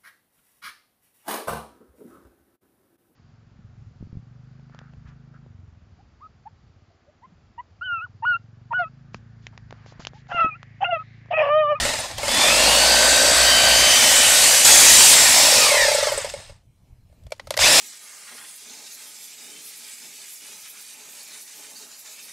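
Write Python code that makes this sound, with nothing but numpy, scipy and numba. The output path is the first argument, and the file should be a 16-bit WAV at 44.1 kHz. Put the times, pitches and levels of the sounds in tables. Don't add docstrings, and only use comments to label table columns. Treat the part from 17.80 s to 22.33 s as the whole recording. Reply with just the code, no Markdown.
import sys
import numpy as np
from scipy import signal
from scipy.io import wavfile
from scipy.ndimage import uniform_filter1d, map_coordinates
from numba import njit

SR = 44100
rng = np.random.default_rng(int(sys.argv[2]) if len(sys.argv) > 2 else 0)


def output_pcm(signal):
    pcm = np.clip(np.atleast_2d(signal).T, -1, 1) * 32767
    wavfile.write(sys.argv[1], SR, np.round(pcm).astype(np.int16))


def amplitude_ratio(level_db):
    exponent = np.asarray(level_db, float) / 20
    return 10 ** exponent


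N = 199590

# (time [s], jet level [dB], turn towards the ports [dB], sizzle centre [Hz])
NOZZLE_AIM = [(0.0, -47.5, -1.5, 8200), (0.22, -49.5, 0, 7800), (0.32, -48, -0.5, 7660),
              (0.57, -46, 0.5, 9200), (0.72, -47, 2, 9500), (0.9, -49, -3, 7800), (1.2, -47, 0, 7600),
              (1.3, -47, -0.5, 9500), (1.5, -48, -0.5, 7400), (1.85, -47, -1, 8460), (2.13, -47, 0, 7400),
              (2.5, -46.5, -0.5, 7700), (2.85, -47.5, -0.5, 9200), (3.2, -47, -0.5, 7840),
              (3.6, -47.5, 1, 8060), (4.14, -49.5, -2, 7450), (4.3, -49.5, -2.5, 7100),
              (4.53, -48, 1, 9400)]
# (frequency [Hz], level [dB per Hz])
STEAM_COLOUR = [(71, -48), (120, -20.5), (245, -8), (340, -20.5), (417, -11.5), (522, -6), (835, -5.5),
                (944, -7), (2360, 0), (2730, -2.5), (6300, 2), (11200, -2.5), (15800, -16.5)]
FAR_HZ = 2450
LEFT_RIGHT = np.array([[1.], [-1.]])


def level(x, db):
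    return x * amplitude_ratio(db) / np.sqrt(np.mean(x ** 2))


def at_hz(table, hz):
    f, value = np.transpose(table)
    return np.interp(np.log(hz), np.log(f), value)


def curves(table):
    s, *columns = np.transpose(table)
    return [np.interp(np.arange(N) / SR, s, column) for column in columns]


def walk(rate):
    hold = max(int(SR / rate), 2)
    steps = np.repeat(rng.standard_normal(N // hold + 1), hold)
    return 1.364 * uniform_filter1d(uniform_filter1d(steps, hold), hold)[:N]


def bumps(s, length, tail=1):
    late = np.arange(N) / SR - s
    return np.exp(-(2.3 * late / np.where(late > 0, tail * length, length)) ** 2)


@njit
def svf(x, g, q):
    y, b, l = np.empty(len(x)), 0., 0.
    for i in range(len(x)):
        v = (b + g[i] * (x[i] - l)) / (1 + g[i] * (g[i] + 1 / q))
        b, l, y[i] = 2 * v - b, l + 2 * g[i] * v, v / q
    return y


def eddies(hz, q, drops):
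    # (frequency [Hz], side minus mid [dB])
    spread = [(30, -2), (70, -8), (150, -21), (500, -19), (800, -17), (1200, -29), (2000, -19.5),
              (3000, -16.5), (4400, -16.5), (8000, -12.5), (10500, -10), (12500, -10), (15500, -13)]
    # (frequency [Hz], left minus right [dB])
    balance = [(60, 1.0), (110, 1.0), (200, 1.0), (380, 0.5), (700, 0.0), (1290, 0.0), (2380, 0.0),
               (4400, -2.5), (8120, -2.5), (15000, 0.0)]
    g = np.tan(np.pi * np.minimum(hz, .45 * SR) / SR) * np.ones(N)
    noises = drops * rng.standard_normal((2, N))
    mid, side = (level(svf(svf(noise, g, q), g, q), 0) for noise in noises)
    mean_hz = np.mean(hz)
    stereo = mid + amplitude_ratio(at_hz(spread, mean_hz)) * side * LEFT_RIGHT
    return stereo * amplitude_ratio(at_hz(balance, mean_hz) / 2 * LEFT_RIGHT)


def turbulence(lo_hz, hi_hz, colour, gust_db, patchy_db, patchy_rate, grit_db, count):
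    out, drops = 0, amplitude_ratio(grit_db * walk(500))
    for hz in np.geomspace(lo_hz, hi_hz, count):
        band_db = at_hz(colour, hz) + 10 * np.log10(hz)
        out = out + amplitude_ratio(band_db + patchy_db * walk(patchy_rate)) * eddies(hz, 2.53, drops)
    return level(out * amplitude_ratio(gust_db * walk(31.96)), 0)


def jet():
    jet_db, turn_db, hump_hz = curves(NOZZLE_AIM)
    core = turbulence(3780, 7150, STEAM_COLOUR, gust_db=0.9, patchy_db=.9, patchy_rate=12, grit_db=1.1, count=6)
    sizzle = turbulence(7820, 10070, STEAM_COLOUR, gust_db=0.6, patchy_db=1.1, patchy_rate=11, grit_db=2., count=3)
    hump = eddies(uniform_filter1d(hump_hz, SR // 12), 2.6, amplitude_ratio(0.92 * walk(430)))
    bright = level(sizzle + amplitude_ratio(-4.5) * hump, 0)
    return (core * amplitude_ratio(-turn_db) + bright * amplitude_ratio(turn_db)) * amplitude_ratio(jet_db + chokes())


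def chokes():
    # (time [s], length [s], step [dB])
    steps = [(0.05, .05, 1.5), (0.132, 0.022, 3), (0.195, 0.037, -1.5), (0.297, 0.044, 2),
             (0.514, 0.014, -0.5), (0.67, 0.021, -1.5), (0.78, 0.048, 0), (1.07, 0.017, 2.5),
             (1.164, 0.02, -2), (1.567, 0.025, -2), (1.862, 0.021, 0), (2.12, .03, 1), (2.59, 0.064, -3),
             (2.857, 0.032, 2), (2.927, 0.059, -3.5), (3.17, 0.046, -1.5), (3.66, 0.043, -3),
             (3.68, 0.025, 3), (3.852, 0.043, 2), (3.868, .014, 2), (3.885, 0.025, -2), (3.943, 0.016, -2),
             (4.035, 0.043, 3), (4.118, 0.024, 2), (4.178, 0.027, -1.5), (4.237, 0.052, -3),
             (4.262, 0.03, 2.5), (4.334, .04, 0.5), (4.365, 0.034, -1), (4.39, .03, 1.5),
             (4.473, 0.027, -1), (4.494, 0.033, 2)]
    return sum(db * bumps(s, length) for s, length, db in steps)


def bars():
    jet_db, turn_db, _ = curves(NOZZLE_AIM)
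    mist = turbulence(10900, 15700, STEAM_COLOUR, gust_db=.6, patchy_db=1.4, patchy_rate=20, grit_db=.8, count=4)
    return mist * amplitude_ratio(-53 + (jet_db - jet_db.mean()) - 0.52 * turn_db + flares())


def flares():
    # (time [s], rise [dB], length [s])
    crossings = [(0.067, 7, 0.039), (0.24, 3, 0.029), (0.43, -4, 0.035), (0.766, 8, 0.026),
                 (1.142, 10.5, 0.04), (1.286, 7, 0.053), (1.448, 6.5, 0.073), (1.63, 3, 0.033),
                 (1.877, 7, 0.12), (1.98, 7.5, 0.036), (2.184, 2.5, 0.044), (2.362, 3.8, 0.055),
                 (2.526, 6.5, 0.093), (2.817, 5, 0.035), (2.899, 10.5, 0.06), (3.018, 8, 0.038),
                 (3.138, 6.5, 0.022), (3.323, 4, 0.078), (3.433, 8, 0.021), (3.624, 8.5, 0.056),
                 (3.775, 5, 0.054), (3.913, 3, 0.043), (3.995, 4, 0.063), (4.202, 9.5, 0.055),
                 (4.333, 8, 0.056), (4.442, 7.5, 0.065)]
    return sum(db * bumps(s, length) for s, db, length in crossings)


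def splash():
    # (time [s], length [s], rise [dB], thin over thick [dB])
    strikes = [(0.0, 0.14, -2.5, 5.5), (0.13, 0.028, 1, -4.5), (0.34, 0.39, 6.5, -7), (0.487, 0.039, 9, -1),
               (0.526, 0.016, 7.5, -1), (0.606, 0.18, 9.5, -6.5), (0.98, 0.17, 2.5, -1.5),
               (1.227, 0.22, 4.5, -3.5), (1.753, 1, 2, 0), (2.093, 0.1, 0, 3), (2.248, 0.033, -0.5, 6),
               (2.43, 0.18, 0, 4.5), (2.703, 0.16, 4, -1.5), (2.864, 0.061, 3.5, 1.5),
               (2.96, 0.15, 4.5, -0.5), (3.547, 0.11, 6, -3.5), (3.817, 0.42, 2, -0.5),
               (4.032, 0.23, 2, -4.5), (4.26, 0.069, 6.5, -11), (3.297, 0.53, 2, -1.5), (1.5, 0.42, -2, 2),
               (4.393, 0.033, 4.5, -1.5), (4.483, 0.045, 5, -6)]
    # (time [s], level [dB], length [s], centre [Hz])
    water_spits = [(.472, -54, .008, 1300), (.496, -51, .01, 4200), (.527, -52, .007, 1900),
                   (.692, -46, .02, 9000), (.948, -51, .012, 5500), (1.074, -47, .017, 5000),
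                   (3.131, -51, .012, 6000), (3.52, -49, .008, 4400), (3.577, -46.5, .02, 8200),
                   (3.972, -50, .01, 5600), (4.046, -46, .004, 4500), (4.136, -50, .012, 4500),
                   (4.266, -52, .018, 2400)]
    shadow_share, shadow_lag_s = 0.36, 0.0047
    dips_db = 1.32 * chokes() - shadow_share * np.roll(flares(), int(shadow_lag_s * SR))
    thick_db = -60.5 + dips_db + sum(db * bumps(s, length) for s, length, db, _ in strikes)
    thin_db = -54 + dips_db + sum((db + tilt_db) * bumps(s, length) for s, length, db, tilt_db in strikes)
    thick = turbulence(1060, 1900, STEAM_COLOUR, gust_db=.6, patchy_db=1., patchy_rate=12, grit_db=1.5, count=5)
    thin = turbulence(2080, 3350, STEAM_COLOUR, gust_db=.5, patchy_db=1., patchy_rate=12, grit_db=1.5, count=4)
    spits = sum(amplitude_ratio(db) * burst(s, length, hz, 1.6) for s, db, length, hz in water_spits)
    return thick * amplitude_ratio(thick_db) + thin * amplitude_ratio(thin_db) + spits


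def burst(s, length, hz, q):
    out, t = np.zeros(N), np.arange(-int(1.3 * length * SR), int(0.74 * length * SR))
    swell = np.exp(-(2.0 * t / SR / length) ** 2)
    band = svf(rng.standard_normal(len(t)), np.full(len(t), np.tan(np.pi * hz / SR)), q)
    out[np.clip(int(s * SR) + t, 0, N - 1)] = level(band, 0) * swell
    return out


def droplets(count, lo_hz, hi_hz, ring_s, spread_db, db):
    when, pitch, size = rng.random((count, 3)).T
    t = np.arange(800) / SR
    hz = lo_hz + (hi_hz - lo_hz) * pitch[:, None]
    fleck = np.sin(2 * np.pi * hz * t) * (t / ring_s) * np.exp(-t / ring_s)
    out = np.zeros(N + len(t))
    places = (when * N).astype(int)[:, None] + np.arange(len(t))
    np.add.at(out, places, fleck * amplitude_ratio(spread_db * size)[:, None])
    return level(out[:N], db)


def ridges(reach):
    combs = [
        (1.0, 6.2, 0.92),
    ]
    # (time [s], length [s], level [dB])
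    glints = [
        [(.3, 0.72, -58), (1.1, 1, -64.5), (1.75, 1, -59.5), (2.3, 0.56, -59), (2.85, 0.98, -60),
         (3.5, 0.86, -62), (4.4, 0.48, -57.5)],
    ]
    out = 0
    for (multiple, q, slide), rows in zip(combs, glints):
        swell = sum(amplitude_ratio(db) * bumps(s, length) for s, length, db in rows)
        band = eddies(multiple * FAR_HZ * reach ** slide, q, 1.)
        out = out + swell * amplitude_ratio(1.8 * walk(24)) * band
    return out


def delayed(x, lag_s):
    now = np.arange(N)
    return np.array([map_coordinates(c, [now - lag_s * SR], order=3, mode="mirror") for c in x])


def walls(hiss, reach):
    echoes = [(1.3, .06), (1.9, .08), (2.6, .08), (3.2, .1), (3.9, .14), (4.6, .12), (5.5, .17), (6.3, .13),
              (7.2, .14), (8.3, .13), (9.5, .13), (11, .12), (12.8, .11), (15, .1), (18, .1), (22, .09)]
    band = signal.butter(1, (1800, 10000), "band", fs=SR, output="sos")
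    dull = signal.sosfilt(band, hiss.mean(axis=0, keepdims=True))
    out = 0
    for periods, share in echoes:
        fade = share * (1 + 1.3 * walk(16))
        pan = amplitude_ratio(2. * walk(2.97) * LEFT_RIGHT)
        lag_s = periods / FAR_HZ / reach ** 1.1 * (1 + .02 * walk(3))
        out = out + fade * pan * delayed(dull, lag_s)
    return amplitude_ratio(-2.) * out


def interfere(sound, rows, q, depth):
    out = sound.copy()
    flicker, waver = walk(45), walk(45)
    for k, (s, length, hz, slide, db) in enumerate(rows):
        i = np.arange(max(int((s - length) * SR), 0), min(int((s + length) * SR), N))
        late = i / SR - s
        own = (i + k * SR // 3) % N
        g = np.tan(np.pi * (hz + slide * late) * (1 + .008 * waver[own]) / SR)
        lift = amplitude_ratio(depth * db * (1 + .6 * np.tanh(flicker[own]))) - 1
        fade = np.exp(-(2.63 * late / length) ** 4)
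        out[:, i] += lift * fade * np.array([svf(c[i], g, q) for c in sound])
    return out


def firebox():
    # (frequency [Hz], width [Hz], level [dB])
    air_modes = [(248.3, 27, 2), (299.8, 15.7, 3.5), (390.7, 22.5, -0.5), (434.2, 17.3, 3), (579, 10.3, 3),
                 (640, 10.5, -7), (816, 32, 1), (868, 34, 4), (1137, 16, -7), (1259, 48, 1), (1846, 32, -5)]
    boom_db, roar_db = gusts()
    boom = turbulence(171, 438, STEAM_COLOUR, gust_db=1., patchy_db=1., patchy_rate=12, grit_db=2.5, count=6)
    roar = turbulence(520, 958, STEAM_COLOUR, gust_db=1.2, patchy_db=1., patchy_rate=12, grit_db=0.9, count=5)
    deep, high = 0, 0
    for hz, width_hz, db in air_modes:
        ring = amplitude_ratio(db + 1.3 * walk(12)) * np.sqrt(width_hz) * eddies(hz, 0.72 * hz / width_hz, 1.)
        if hz < 500:
            deep = deep + ring
        else:
            high = high + ring
    low_part = level(boom + level(deep, 1.0), 0) * amplitude_ratio(-71.5 + boom_db)
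    high_part = level(roar + level(high, -3.3), 0) * amplitude_ratio(-67.5 + roar_db)
    return low_part + high_part


def gusts():
    # (peak time [s], length [s], rise [dB], roar over boom [dB])
    puffs = [(0.0, 0.072, 11.5, -8), (0.237, 0.056, 2.5, 5), (0.363, 0.22, 4, 2.5), (0.525, 0.051, 14, 1),
             (0.603, 0.066, 8, -1.5), (0.896, 0.15, 14.5, -6), (1.006, 0.083, 9.5, 1),
             (1.228, 0.21, 7.5, -3.5), (1.627, 0.14, 10.5, -3), (1.708, 0.16, 14, -10),
             (2.005, 0.083, 6.5, -2), (2.257, 0.082, 14, -8), (2.4, 0.055, 7, -1.5),
             (2.628, 0.062, 10, -5.5), (2.71, 0.12, 9.5, -3), (2.96, .06, 5, -2), (3.204, 0.23, 10.5, -2),
             (3.507, 0.15, 8.5, -3), (3.82, 0.18, 10.5, -1), (4.006, 0.091, 10.5, -2.5),
             (4.26, 0.11, 3, 3.5), (4.424, 0.2, 5, -1.5)]
    boom_db, roar_db = [], []
    for s, length, db, tilt_db in puffs:
        swell = bumps(s, length, tail=2.56)
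        boom_db.append(max(db, 0) * swell)
        roar_db.append(max(db + tilt_db, 0) * swell)
    return np.max(boom_db, axis=0), np.max(roar_db, axis=0)


def lid_echo(direct):
    lag_s, share = 0.004692, 0.18
    low = signal.sosfilt(signal.butter(2, 1600, fs=SR, output="sos"), direct)
    return share * np.roll(low, int(lag_s * SR), axis=1)


def yard():
    # (frequency [Hz], level [dB per Hz])
    rumble_colour = [(13, -48), (22, -9.5), (75, -6), (119, -0.5), (150, 5), (170, 4), (220, -30),
                     (370, -120)]
    # (time [s], length [s], rise [dB])
    shoves = [
        (0.605, 0.24, 4),
        (1.8, 0.26, 2.5),
        (2.805, 0.36, 6),
    ]
    rumble = turbulence(23.3, 157.6, rumble_colour, gust_db=.8, patchy_db=.8, patchy_rate=2.89, grit_db=0.3, count=7)
    boom_db, _ = gusts()
    push_db = uniform_filter1d(boom_db, int(0.27 * SR))
    shove_db = sum(db * bumps(s, length) for s, length, db in shoves)
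    return rumble * amplitude_ratio(-81.5 + 0.59 * push_db + shove_db)


def scene():
    # (time [s], ridge [Hz])
    sweep = [(0, 2292), (.3, 2156), (.55, 2242), (.78, 2166), (1.03, 2483), (1.35, 2294), (1.5, 2275),
             (1.8, 2454), (2.1, 2252), (2.35, 2374), (2.55, 2260), (2.8, 2388), (3.05, 2407), (3.4, 2460),
             (3.65, 2306), (4.12, 2512), (4.3, 2330), (4.53, 2430)]
    # (time [s], length [s], centre [Hz], slide [Hz per s], lift [dB])
    crests = [(0.104, 0.3, 7740, 2, 10), (.24, 0.065, 10300, 0, 12.5), (0.302, .14, 6450, 1003, 8),
              (0.302, 0.061, 7800, 2, 10), (0.41, .08, 10450, 0, 14), (0.542, 0.11, 9600, 1510, 8),
              (0.858, 0.16, 3250, 2500, 5), (.7, 0.11, 9800, 1510, 8.5), (0.91, 0.21, 6360, 4000, 10),
              (0.968, 0.28, 4230, 1998, 9), (0.964, .08, 4930, 0, 11), (1.06, .07, 4420, -2, 6),
              (1.175, .2, 4280, -1200, 10), (1.133, 0.067, 6600, 0, 10), (1.282, 0.055, 3220, -1500, 12.5),
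              (1.4, 0.068, 5200, -1, 8), (1.45, .16, 4600, 2, 1), (1.45, 0.41, 7540, 1509, 7),
              (1.737, 0.092, 4700, 0, 8.5), (1.778, 0.22, 3140, 2502, 9.5), (1.777, 0.2, 9300, 5002, 9),
              (1.858, 0.063, 4740, 0, 11), (2.1, .12, 3200, 3, 1.5), (2.125, .1, 7900, 0, 9.5),
              (2.403, 0.12, 4570, -2, 12), (2.41, 0.096, 7850, -12, 12), (2.534, 0.27, 4970, 0, 4.5),
              (2.75, .12, 3900, 994, 8), (2.8, 0.2, 6400, -800, 5), (2.878, 0.11, 3300, -12, 11),
              (3.13, 0.06, 6050, 0, 12), (3.226, 0.28, 4000, 1989, 3), (3.34, 0.42, 6560, 300, 8.5),
              (3.403, 0.11, 4850, 3, 8), (3.49, 0.24, 4200, -2500, 17), (3.61, 0.33, 6150, -1800, 9),
              (3.973, 0.044, 4600, 3, 15), (4.042, 0.079, 4000, -4, 7), (4.145, 0.086, 4440, 0, 12),
              (4.203, .4, 7200, 0, 8.5)]
    # (time [s], length [s], centre [Hz], slide [Hz per s], lift
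    # [dB])
    more_crests = [(.48, .07, 1130, 0, 14), (0.625, 0.11, 3100, 4, 15), (0.978, 0.15, 2370, 1500, 9),
                   (1.0, 0.22, 6500, 600, 3), (1.05, 0.17, 3500, 500, 1), (1.2, .16, 2330, -1500, 5),
                   (1.5, 0.13, 5570, 0, 3.5), (1.6, 0.17, 4800, 1500, 11), (1.64, 0.17, 8300, 5000, 8),
                   (2.05, 0.11, 4970, 0, 4), (2.547, 0.22, 7900, 2, 3), (2.66, 0.23, 3020, 3000, 7.5),
                   (2.72, .2, 2410, 1200, 4), (4.093, 0.18, 4260, 5000, 3), (3.04, 0.22, 4630, -2, 5),
                   (3.48, .2, 2400, -1200, 6), (3.903, 0.22, 6500, 800, 6)]
    # (time [s], length [s], centre [Hz], slide [Hz per s], lift [dB])
    hollows = [(0.113, .12, 2750, -5, -10), (.35, 0.28, 3820, -500, -9), (0.368, 0.13, 11100, 9, -9),
               (0.495, 0.95, 13100, 0, -9), (.6, 0.22, 6600, -1500, -7), (0.742, 0.11, 5600, 0, -17),
               (0.778, .12, 4100, 0, -6), (.95, 0.17, 8750, -1000, 2), (.95, .3, 11800, 3, -3),
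               (1.56, .16, 10300, 10, -11), (1.73, 0.16, 11500, 3, -9), (2.557, .12, 2850, 0, -3),
               (2.577, 0.11, 4400, 3, -3), (3.273, 0.21, 10200, 0, -10), (3.473, 0.14, 8900, 0, -11),
               (4.1, 0.6, 3320, 5, -6), (4.098, 0.18, 2050, 0, -16), (4.22, 0.33, 8500, 3002, 1),
               (4.35, 0.19, 5660, 0, -4), (4.49, 0.12, 7100, 0, -5)]
    reach = uniform_filter1d(curves(sweep)[0], SR // 16) / FAR_HZ
    flecks = droplets(count=1300, lo_hz=2972, hi_hz=10450, ring_s=0.0018, spread_db=3, db=-59.5)
    hiss = jet() + splash() + flecks
    combed = amplitude_ratio(-1.3) * (hiss + walls(hiss, reach))
    pressure = amplitude_ratio(0.45 * walk(17))
    direct = (combed + ridges(reach) + bars() + firebox()) * pressure
    hollowed = interfere(direct, hollows, q=7., depth=.72)
    crested = interfere(hollowed, crests + more_crests, q=24., depth=.6)
    return crested + lid_echo(direct) + yard()


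def roll_off(x):
    return signal.sosfilt(signal.butter(12, 15800, fs=SR, output="sos"), x)


def record(dry):
    cut = signal.sosfilt(signal.ellip(10, .2, 60, 15700, fs=SR, output="sos"), dry)
    return roll_off(cut)


dry = scene()
out = record(dry)
output_pcm(out)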